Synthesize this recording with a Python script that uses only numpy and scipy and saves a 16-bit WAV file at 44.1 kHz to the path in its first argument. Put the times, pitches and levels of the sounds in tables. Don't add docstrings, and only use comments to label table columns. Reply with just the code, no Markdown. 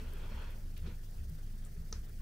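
import sys
import numpy as np
from scipy import signal
from scipy.io import wavfile
from scipy.ndimage import uniform_filter1d

SR = 44100
rng = np.random.default_rng(int(sys.argv[2]) if len(sys.argv) > 2 else 0)


def wrap_up_sound(samples):
    columns = np.atleast_2d(samples).T
    tamed = np.clip(columns, -1, 1)
    steps = np.round(tamed * 32767).astype(np.int16)
    wavfile.write(sys.argv[1], SR, steps)


def linear_from_db(decibels):
    return 10 ** (np.asarray(decibels, float) / 20)


N = 97461
HZ = np.fft.rfftfreq(512, 1 / SR)
SIDES = np.array([[.5], [-.5]])


def evened(x):
    return x / np.sqrt(np.mean(x ** 2) + 1e-20)


def read(points, hz):
    f, value = np.transpose(points)
    return np.interp(np.log(hz + 1), np.log(f + 1), value)


def curve(points):
    s, value = np.transpose(points)
    return np.interp(np.arange(N) / SR, s, value)


def add(mix, s, sound):
    part = mix[..., max(round(s * SR), 0):][..., :sound.shape[-1]]
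    part += sound[..., :part.shape[-1]]


def resonate(x, hz, width):
    pole = np.exp((2j * hz - width) * np.pi / SR)
    once = signal.lfilter([1 - abs(pole)], [1, -pole], x)
    return 2 * signal.lfilter([1 - abs(pole)], [1, -pole], once).real


def ring(hz, db, t60, rise):
    t = np.arange(0, .4, 1 / SR)
    onset = 1 - np.exp(-(t / rise) ** 2)
    return linear_from_db(db - 60 * t / t60) * onset * np.sin(2 * np.pi * hz * t)


def noise(colour_db, same, patch_db, flicker_db):
    frames = N // 128 + 8
    a, b, c, d, patches = rng.standard_normal((frames, 257, 5)).T
    patches = uniform_filter1d(patches, size=6, axis=0)
    patches = evened(uniform_filter1d(patches, size=14, axis=1))
    flicker = evened(uniform_filter1d(rng.standard_normal(frames), size=5))
    same = np.clip(same, -1, 1)[:, None]
    left = a + 1j * b
    right = same * left + np.sqrt(1 - same ** 2) * (c + 1j * d)
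    z = np.array([left, right]) * linear_from_db(colour_db[..., None] + patch_db * patches + flicker_db * flicker)
    return evened(signal.istft(z, nperseg=512, noverlap=384)[1][:, :N])


def floor():
    # pitch_hz, level_db
    room_colour = [(200, -3), (450, -6.5), (700, -8.5), (1050, -13), (1350, -12.5), (1780, -11),
                   (2200, -16.5), (4000, -17.5)]
    # pitch_hz, level_db
    mic_colour = [(4000, -3.5), (4600, 0), (5900, -1), (7150, -4), (9690, -3), (11300, -5.5), (14800, -2),
                  (15800, 2)]
    # pitch_hz, correlation (-1 to 1)
    likeness = [(60, 1), (290, 0.77), (560, 0.13), (1000, -0.73), (1410, 0.11), (3100, 0.3), (6820, 0.51),
                (15000, 0.3)]
    # pitch_hz, left_minus_right_db
    balance = [(60, 3), (110, 29), (200, -3), (380, 2), (700, 1), (1290, 1), (2380, 0), (4400, 0.5),
               (8120, 0.5), (15000, 4.5)]
    lean, same = read(balance, HZ) * SIDES, read(likeness, HZ)
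    low_colour = read(room_colour, HZ) - 60 * (HZ > 4000) - 30 * (HZ < 200) + lean
    high_colour = read(mic_colour, HZ) - 60 * (HZ <= 4000) + lean
    low = noise(low_colour, same, patch_db=2.2, flicker_db=1.2)
    high = noise(high_colour, same, patch_db=.5, flicker_db=1.43)
    return linear_from_db(-66) * low + linear_from_db(-62.5) * high


def kitchen(x):
    t60_s, gap_s = 0.15, .004
    taps = np.zeros((2, 16000))
    at = np.arange(0, 16000, 20) + rng.integers(0, 20, (2, 800))
    np.put_along_axis(taps, at, rng.choice([-1., 1.], at.shape), 1)
    t = np.arange(16000) / SR
    taps = taps * linear_from_db(-60 * t / t60_s) * np.clip(t / gap_s - .5, 0, 1)
    return linear_from_db(-13) * signal.fftconvolve(x, taps / np.linalg.norm(taps[0]), axes=1)[:, :N]


def flue_and_hum():
    t = np.arange(N) / SR
    waves = [np.sin(2 * np.pi * (f * t + rng.random())) for f in np.geomspace(5, 20, num=8)]
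    wander_db = 1.5 * evened(sum(waves))
    flue = linear_from_db(-40.5 + wander_db) * np.sin(2 * np.pi * 24.8 * t + 1.29)
    hum = linear_from_db(-53.5 - wander_db[::-1]) * np.sin(2 * np.pi * 100.35 * t)
    return flue + hum


def low_modes():
    # pitch_hz, width_hz, level_db
    room_modes = [(25.4, 4.7, -53), (50.7, 14, -57.5), (61.1, 15, -51.5), (71.8, 4.7, -56.5),
                  (101, 16.7, -63.5), (131.2, 12.6, -63.5), (150.4, 18.2, -60), (189.9, 7.2, -69.5),
                  (210.5, 20.5, -65.5), (254.2, 24, -71), (319.6, 4.3, -76), (388, 116, -72.5),
                  (11.2, 6.6, -58.5)]
    # time_s, level_db
    flame_points = [(0.0, -36), (0.13, -57), (0.25, -59), (0.33, -51), (0.74, -53.5), (0.89, -51),
                    (0.91, -73.5), (1.18, -57.5), (1.21, -41.5), (1.61, -63.5), (1.77, -52), (1.93, -57.5),
                    (1.96, -42), (2.03, -66), (2.17, -51), (2.21, -68)]
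    # pitch_hz, correlation
    bass_likeness = [(25, 1), (100, 0.95), (200, 0.86), (400, 0.88)]
    drive, out = rng.standard_normal((2, N)), np.zeros((2, N))
    flame = curve(flame_points)
    swell = linear_from_db(0.26 * (flame - flame.mean()))
    for hz, width, db in room_modes:
        both, apart = resonate(drive, hz, width)
        share = np.clip(read(bass_likeness, hz), -.9, 1)
        pair = np.sqrt(1 + share) * both + np.sqrt(1 - share) * apart * np.array([[1], [-1]])
        out = out + linear_from_db(db) * evened(pair) * (swell if 40 < hz < 90 else 1)
    return out


def hiss():
    # time_s, level_db
    gusts = [
        [(0, -57), (.015, -62.5), (.28, -61.5), (.33, -58.5), (.39, -57), (.45, -58.5), (.5, -62), (.55, -66),
         (.6, -69.5), (.72, -72.5)],
        [(.82, -72.5), (.85, -64), (.864, -58.5), (.885, -62.5), (.95, -68.5), (.98, -73)],
    ]
    # pitch_hz, level_db
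    gas_colour = [(250, -3), (500, 1.5), (720, -8), (1200, -11), (2000, -10), (3900, -16.5), (6000, -20),
                  (9000, -31)]
    # pitch_hz, width_hz, lift_db
    cavity = [(919, 40, 12), (1426, 300, 9), (2560, 280, 7), (3280, 185, 7.5), (4305, 86, 9)]
    # pitch_hz, left_minus_right_db
    gas_balance = [(300, 1), (600, 2.5), (1200, .8), (2000, 0)]
    quiet_db = -73
    t, power = np.arange(N) / SR, np.zeros(N)
    for gust in gusts:
        blowing = (t >= gust[0][0]) * (t < gust[-1][0])
        power += np.maximum(linear_from_db(2 * curve(gust)) - linear_from_db(2 * quiet_db), 0) * blowing
    level = uniform_filter1d(np.sqrt(power), size=200)
    lift = sum(db / (1 + ((HZ - hz) / width) ** 2) for hz, width, db in cavity)
    colour = read(gas_colour, HZ) + lift + read(gas_balance, HZ) * SIDES
    return linear_from_db(4) * level * noise(colour, 0.46 + 0 * HZ, patch_db=1.6, flicker_db=.9)


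def crumbling_embers():
    # start_s, length_s, level_db, centre_hz
    crumble_events = [
        (0.764, 0.037, -58, 2780),
        (0.862, 0.048, -60, 3520),
        (1.9305, 0.058, -60, 5100),
        (1.651, 0.031, -63, 8500),
        (1.928, 0.065, -59.5, 1360),
        (2.202, 0.013, -60, 900),
    ]
    out = np.zeros((2, N))
    grit = rng.standard_normal((len(crumble_events), 2, 4000))
    for (s, length, db, hz), g in zip(crumble_events, grit):
        u = np.arange(4000) / SR / length
        shape = 3 * np.sqrt(u) * np.exp(-2.5 * u)
        grains = resonate(g + g[::-1] * 0.14, hz, min(1.3 * hz, 3500))
        add(out, s, linear_from_db(db) * evened(grains) * shape)
    return out


def ember_ticks():
    # start_s, peak_db, pitch_hz, left_minus_right_db
    tick_events = [(.1346, -45, 13200, .5), (.1835, -51, 11500, .5), (.5043, -51.5, 11500, 1.5),
                   (.5836, -54, 14000, 0), (.7527, -60, 14500, 1.5), (.7771, -45, 14000, .5),
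                   (1.1104, -52, 10800, 2), (1.2974, -46.5, 14200, .5), (1.6488, -51, 8800, 1),
                   (1.9121, -60, 12000, 1.5), (2.0936, -51, 13500, 1)]
    delay_s, fizz_s, fizz_db = .0012, .003, -15.5
    out, click = np.zeros((2, N)), np.eye(1, 300, 8)[0]
    sharp = np.diff(click, n=1, prepend=[0])
    swell = np.exp(-abs(np.arange(600) - 250) / SR / fizz_s)
    fizz = np.diff(rng.standard_normal((len(tick_events), 2, 601))) * swell
    for (s, db, hz, pan_db), f in zip(tick_events, fizz):
        add(out, s + delay_s - 250 / SR, linear_from_db(db + fizz_db) * f)
        tick = resonate(click, hz, .4 * hz)
        tick = tick / abs(tick).max() + linear_from_db(1) * sharp
        add(out, s + delay_s, linear_from_db(db + pan_db * SIDES) * tick)
    return out


def sap_pop():
    crack_start = [
        1.6498,
        1.6505,
        1.653,
        1.9267,
        1.9268,
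        1.9268,
        1.92735,
        1.92855,
        1.929,
        1.92935,
    ]
    # level_db, pitch_hz
    crack_tone = [(-41.5, 9400), (-43, 7500), (-44.5, 8300), (-22.5, 5900), (-35, 4200), (-36, 7400),
                  (-29, 5900), (-28, 5050), (-39, 3700), (-31, 5400)]
    # pitch_hz, level_db, t60_s
    log_rings = [(310, -57, .05), (450, -44.5, .04), (600, -54, .02), (910, -45, .02), (1270, -41.5, .024),
                 (1600, -54, .012), (2300, -54, .01), (13100, -48, .006)]
    # start_s, pitch_hz, level_db, t60_s
    knocks = [
        (1.641, 3150, -62, .02),
        (1.8185, 5800, -60, .015),
        (1.662, 1250, -64, .06),
    ]
    # pitch_hz, level_db, t60_s
    wall_thud = (600, -50, .012)
    pop_s, t60_s = 1.9258, .0032
    out, t = np.zeros(N), np.arange(200) / SR
    snaps = rng.standard_normal((len(crack_tone), 200))
    for s, (db, hz), snap in zip(crack_start, crack_tone, snaps):
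        add(out, s, ring(hz, db, t60_s, rise=.0002))
        add(out, s, linear_from_db(db - 22 - 60 * t / t60_s) * uniform_filter1d(snap, size=5))
    for hz, db, t60 in log_rings:
        add(out, pop_s, ring(hz, db, t60, rise=0.00025))
    for s, hz, db, t60 in knocks:
        add(out, s, ring(hz, db, t60, rise=0.00046))
    pair = np.array([out, .25 * out + .75 * np.roll(out, shift=1)])
    add(pair[0], pop_s, ring(*wall_thud, rise=0.00023))
    return pair


def flame_puffs():
    # start_s, pitch_hz
    puff_start = [(0, 430), (0, 250), (0, 165), (.125, 400), (.2, 255), (.3, 217), (.33, 60), (.8, 72),
                  (.822, 156), (.85, 212), (.86, 330), (.86, 380), (.86, 465), (1.3, 155), (1.31, 205),
                  (1.52, 212), (1.765, 157), (1.765, 215), (1.9, 212), (1.945, 55), (2.15, 52), (.06, 70),
                  (.37, 72), (.56, 65), (1.18, 68), (1.3, 72), (1.76, 70), (.56, 150), (1.46, 150),
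                  (.9, 155), (0, 215), (1.74, 410), (.32, 440), (.55, 48), (2.05, 150), (1.63, 560),
                  (1.64, 700), (1.62, 205), (1.52, 400), (2.07, 450), (.76, 600), (.57, 600), (.24, 100),
                  (2.06, 95)]
    # level_db, t60_s
    puff_decay = [(-49, 0.096), (-53, 0.17), (-51, 0.16), (-47, 0.083), (-59.5, 0.22), (-50, 0.22),
                  (-40, 0.25), (-46, 0.73), (-45, 0.24), (-48, 0.2), (-54, 0.12), (-51, 0.12), (-53, 0.12),
                  (-42.5, 0.22), (-61, 0.12), (-51.5, 0.16), (-43.5, 0.194), (-54, 0.15), (-54.5, 0.23),
                  (-36.5, 0.156), (-42, 0.27), (-39.5, 0.19), (-45, 0.36), (-42.5, 0.22), (-43, .3),
                  (-50, 0.29), (-46.5, 0.4), (-54, 0.12), (-48, 0.12), (-47.5, 0.16), (-52.5, 0.19),
                  (-59.5, .12), (-72, 0.054), (-48, 0.18), (-55, 0.15), (-61.5, 0.095), (-67, 0.078),
                  (-72, 0.1), (-70, 0.097), (-66, 0.16), (-66, 0.11), (-60, 0.11), (-63, 0.059),
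                  (-61, 0.19)]
    out = np.zeros((2, N))
    for (s, hz), (db, t60) in zip(puff_start, puff_decay):
        add(out, s, ring(hz, db + 8, t60, rise=.018))
    return out


def scene():
    sharp = crumbling_embers() + ember_ticks() + sap_pop()
    fire = flue_and_hum() + low_modes() + hiss() + flame_puffs()
    return floor() + fire + sharp + kitchen(sharp)


def top_cut(x):
    return signal.sosfilt(signal.butter(12, 15750, fs=SR, output="sos"), x)


def record(dry):
    lowpass = signal.firwin(1023, 15670, window=("kaiser", 9), fs=SR)
    mix = signal.oaconvolve(dry, lowpass[None], "same")
    return top_cut(mix)


dry = scene()
out = record(dry)
wrap_up_sound(out)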